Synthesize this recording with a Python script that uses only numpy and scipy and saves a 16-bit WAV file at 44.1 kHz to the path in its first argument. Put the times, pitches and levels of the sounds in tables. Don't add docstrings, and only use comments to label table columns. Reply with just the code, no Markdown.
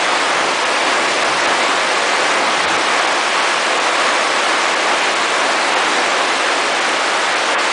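import sys
import numpy as np
from scipy import signal
from scipy.fft import rfft, irfft
from scipy.io import wavfile
from scipy.ndimage import uniform_filter1d

SR = 44100
rng = np.random.default_rng(int(sys.argv[2]) if len(sys.argv) > 2 else 0)


def store_pcm(level_fs):
    pcm = np.round(np.clip(level_fs, -1, 1) * 32767).astype(np.int16)
    wavfile.write(sys.argv[1], SR, np.atleast_2d(pcm).T)


N = 340452

# pitch_hz, level_db, t60_s
SHEET_MODES = [(308, -13, 0.08), (360, -2.5, 0.075), (521, -3, 0.08), (615, -17, .04), (691.5, 0.5, 0.084),
               (787, 3.5, 0.035), (894, 5, 0.022), (1010, -3, 0.033), (1136, 4, 0.06), (1250, 2.5, 0.049),
               (1705, 5.5, 0.044), (2046, 2.5, .03), (2294, 8, 0.014)]
# freq_hz, density_db
WASH_SPECTRUM = [(40, -43), (110, -36.5), (170, -18.5), (230, -12), (320, -4.5), (430, -4.5), (520, -0.5),
                 (1100, 0), (1450, -1.54), (2300, -4.5), (3200, -8), (5000, -13), (7500, -17.5),
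                 (10000, -23)]
# time_s, gain_db
DOWNPOUR_CURVE = [(0, 0), (.55, -.9), (1.05, 0.23), (2.9, -0.04), (4.2, .5), (4.9, -.1), (6, 0.2),
                  (6.8, -0.76), (7.72, 0)]
# time_s, gain_db
DRUMMING_CURVE = [(0, 0.5), (2.5, 1.2), (3.5, -1.8), (5.1, -0.1), (6.1, 1.3), (7.72, -0.5)]
# centre_s, width_s, depth_db, above_hz
DEEP_TREBLE_DIPS = [(2.667, .027, 14, 5800), (7.566, .036, 17, 3900)]
# peak_s, width_s, level_db
WIND_GUSTS = [(.45, .22, -43), (1.333, .38, -42), (2.71, 0.19, -38)]
# freq_hz, density_db
WIND_SPECTRUM = [(15, -17.5), (40, -13), (62, -6.5), (100, -.5), (145, 4.5), (200, 3.5), (600, -36),
                 (2000, -73)]


def roof(panel_drops_per_s=220, spread_db=3, detune=0.011, panels=12):
    pitch_hz, level_db, t60_s = np.transpose(SHEET_MODES)[:, :, None]
    t, out = np.arange(SR // 10) / SR, np.zeros(N)
    decay = db_to_gain(level_db - 60 * t / t60_s)
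    for _ in range(panels):
        offset, share = rng.standard_normal((2, len(SHEET_MODES), 1))
        modes = decay * np.sin(2 * np.pi * pitch_hz * (1 + detune * offset) * t)
        ring = (np.tanh(2 * share) * modes).sum(0)
        out += signal.oaconvolve(impacts(panel_drops_per_s, spread_db), ring)[:N]
    return coloured(out, [(60, -27), (280, -2)])


def wash(patch_db=0.56):
    def patches_db(hz, t):
        field = rng.standard_normal((len(t), len(hz))).T
        field = uniform_filter1d(field, size=9, axis=0)
        return patch_db * unit_rms(uniform_filter1d(field, size=30, axis=1))
    return coloured(shaped(rng.standard_normal(N), patches_db), WASH_SPECTRUM)


def near_drops(drops_per_s=240, spread_db=-1.0):
    spectrum = [(60, -48), (200, -24), (900, -3), (2200, 0), (5000, -10), (10000, -13)]
    return coloured(impacts(drops_per_s, spread_db), spectrum)


def runoff(band_splats_per_s=110, spread_db=2.0, gush_db=5.5, cycles=2.5,
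           low_hz=1500, high_hz=9500, tilt_db_per_octave=-3.0, bands=24):
    gush = uniform_filter1d(rng.standard_normal(N), size=2600)
    gush = unit_rms(uniform_filter1d(gush, size=1100))
    splats_per_s = band_splats_per_s * db_to_gain(gush_db * gush)
    t, out = np.arange(SR // 50) / SR, np.zeros(N)
    for hz in np.geomspace(low_hz, high_hz, bands):
        age = hz * t / cycles
        droplet = age * np.exp(-2 * age) * np.sin(2 * np.pi * hz * t)
        spray = signal.oaconvolve(impacts(splats_per_s, spread_db), droplet)[:N]
        out += db_to_gain(tilt_db_per_octave * np.log2(hz / low_hz)) * unit_rms(spray)
    return coloured(out, [(60, -41), (700, -2)])


def swell_db(hz, t, surge_db=0.27, surge_band_hz=(1.45, 7),
             hiss_share=0.7, hiss_above_hz=2700, drumming_below_hz=580):
    downpour_db = np.interp(t, *np.transpose(DOWNPOUR_CURVE))
    drumming_db = np.interp(t, *np.transpose(DRUMMING_CURVE))
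    strength_db = downpour_db + surge_db * wander(*surge_band_hz, t)
    share = 1 + (hiss_share - 1) * above(hz, hiss_above_hz)
    return share * strength_db + drumming_db * (1 - above(hz, drumming_below_hz))


def treble_flicker_db(hz, t, flicker_db=-0.43, sink_db=11, threshold=0.49, above_hz=5600):
    field = rng.standard_normal((len(t), len(hz))).T
    field = uniform_filter1d(field, size=13, axis=1)
    field = unit_rms(uniform_filter1d(field, size=3, axis=0))
    troughs = np.minimum(field + threshold, 0)
    return (flicker_db * field + sink_db * troughs) * above(hz, above_hz)


def treble_dips_db(hz, t, dips_per_s=1.4, dip_s=0.0097, dip_db=15, dip_above_hz=4900):
    short_dips = [((k + rng.random()) / dips_per_s, dip_s, dip_db, dip_above_hz)
                  for k in range(round(t[-1] * dips_per_s))]
    return -sum(depth_db * np.exp(-(2 * (t - centre_s) / width_s) ** 4) * above(hz, above_hz)
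                for centre_s, width_s, depth_db, above_hz in DEEP_TREBLE_DIPS + short_dips)


def wind(breeze_db=-50, shelter_db=-5, shelter_s=3, turn_s=0.5, buffet_db=1.5, buffet_band_hz=(5, 14)):
    t = np.arange(N) / SR
    sheltered = np.clip((t - shelter_s) / turn_s + 0.5, 0, 1)
    breeze = db_to_gain(breeze_db + shelter_db * sheltered)
    gusts = sum(db_to_gain(level_db) * np.exp(-(2 * (t - peak_s) / width_s) ** 2)
                for peak_s, width_s, level_db in WIND_GUSTS)
    buffet = db_to_gain(buffet_db * wander(*buffet_band_hz, t))
    return np.hypot(breeze, gusts * buffet) * coloured(rng.standard_normal(N), WIND_SPECTRUM)


def tick(start_s=6.892, pitch_hz=9200, level_db=-15, rise_s=0.0002):
    t = np.maximum(np.arange(N) / SR - start_s, 0)
    age = t / rise_s
    return db_to_gain(level_db) * age * np.exp(1 - age) * np.sin(2 * np.pi * pitch_hz * t)


def impacts(rate_per_s, spread_db):
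    size = db_to_gain(spread_db * np.minimum(rng.exponential(1, N), 4))
    return size * rng.choice([-1, 1], N) * (rng.random(N) < rate_per_s / SR)


def wander(low_hz, high_hz, t, count=24):
    rates_hz = np.geomspace(low_hz, high_hz, count)[:, None]
    waves = np.sin(2 * np.pi * (rates_hz * t + rng.random((count, 1))))
    return unit_rms((waves / np.sqrt(rates_hz)).sum(0))


def coloured(x, spectrum):
    freq_hz, gain_db = np.transpose(spectrum)
    bin_hz = np.fft.rfftfreq(N, 1 / SR)
    bin_db = np.interp(np.log(bin_hz + 1), np.log(freq_hz + 1), gain_db)
    return unit_rms(irfft(rfft(x) * db_to_gain(bin_db), N))


def shaped(x, field_db, frame_samples=512):
    frames = dict(nperseg=frame_samples, noverlap=frame_samples - frame_samples // 4)
    hz, t, spectra = signal.stft(x, SR, **frames)
    return signal.istft(spectra * db_to_gain(field_db(hz[:, None], t)), SR, **frames)[1][:N]


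def above(hz, edge_hz, steepness=8):
    return 1 - 1 / (1 + (hz / edge_hz) ** steepness)


def unit_rms(x):
    return x / np.sqrt(np.mean(x ** 2) + 1e-20)


def db_to_gain(db):
    return 10 ** (np.asarray(db) / 20)


def scene():
    spatter = db_to_gain(-34.5) * runoff() + db_to_gain(-31) * near_drops()
    rain = db_to_gain(-16) * wash() + db_to_gain(-25) * roof() + spatter
    rain = shaped(rain, swell_db)
    background = wind() + tick()
    rain = shaped(rain, lambda hz, t: treble_flicker_db(hz, t) + treble_dips_db(hz, t), frame_samples=128)
    mono = rain + background
    return np.array([mono, mono])


def record(dry, cutoff_hz=10050):
    lowpass = signal.firwin(1023, cutoff_hz, window=("kaiser", 9), fs=SR)
    return signal.oaconvolve(dry, lowpass[None], "same")


dry = scene()
out = record(dry)
store_pcm(out)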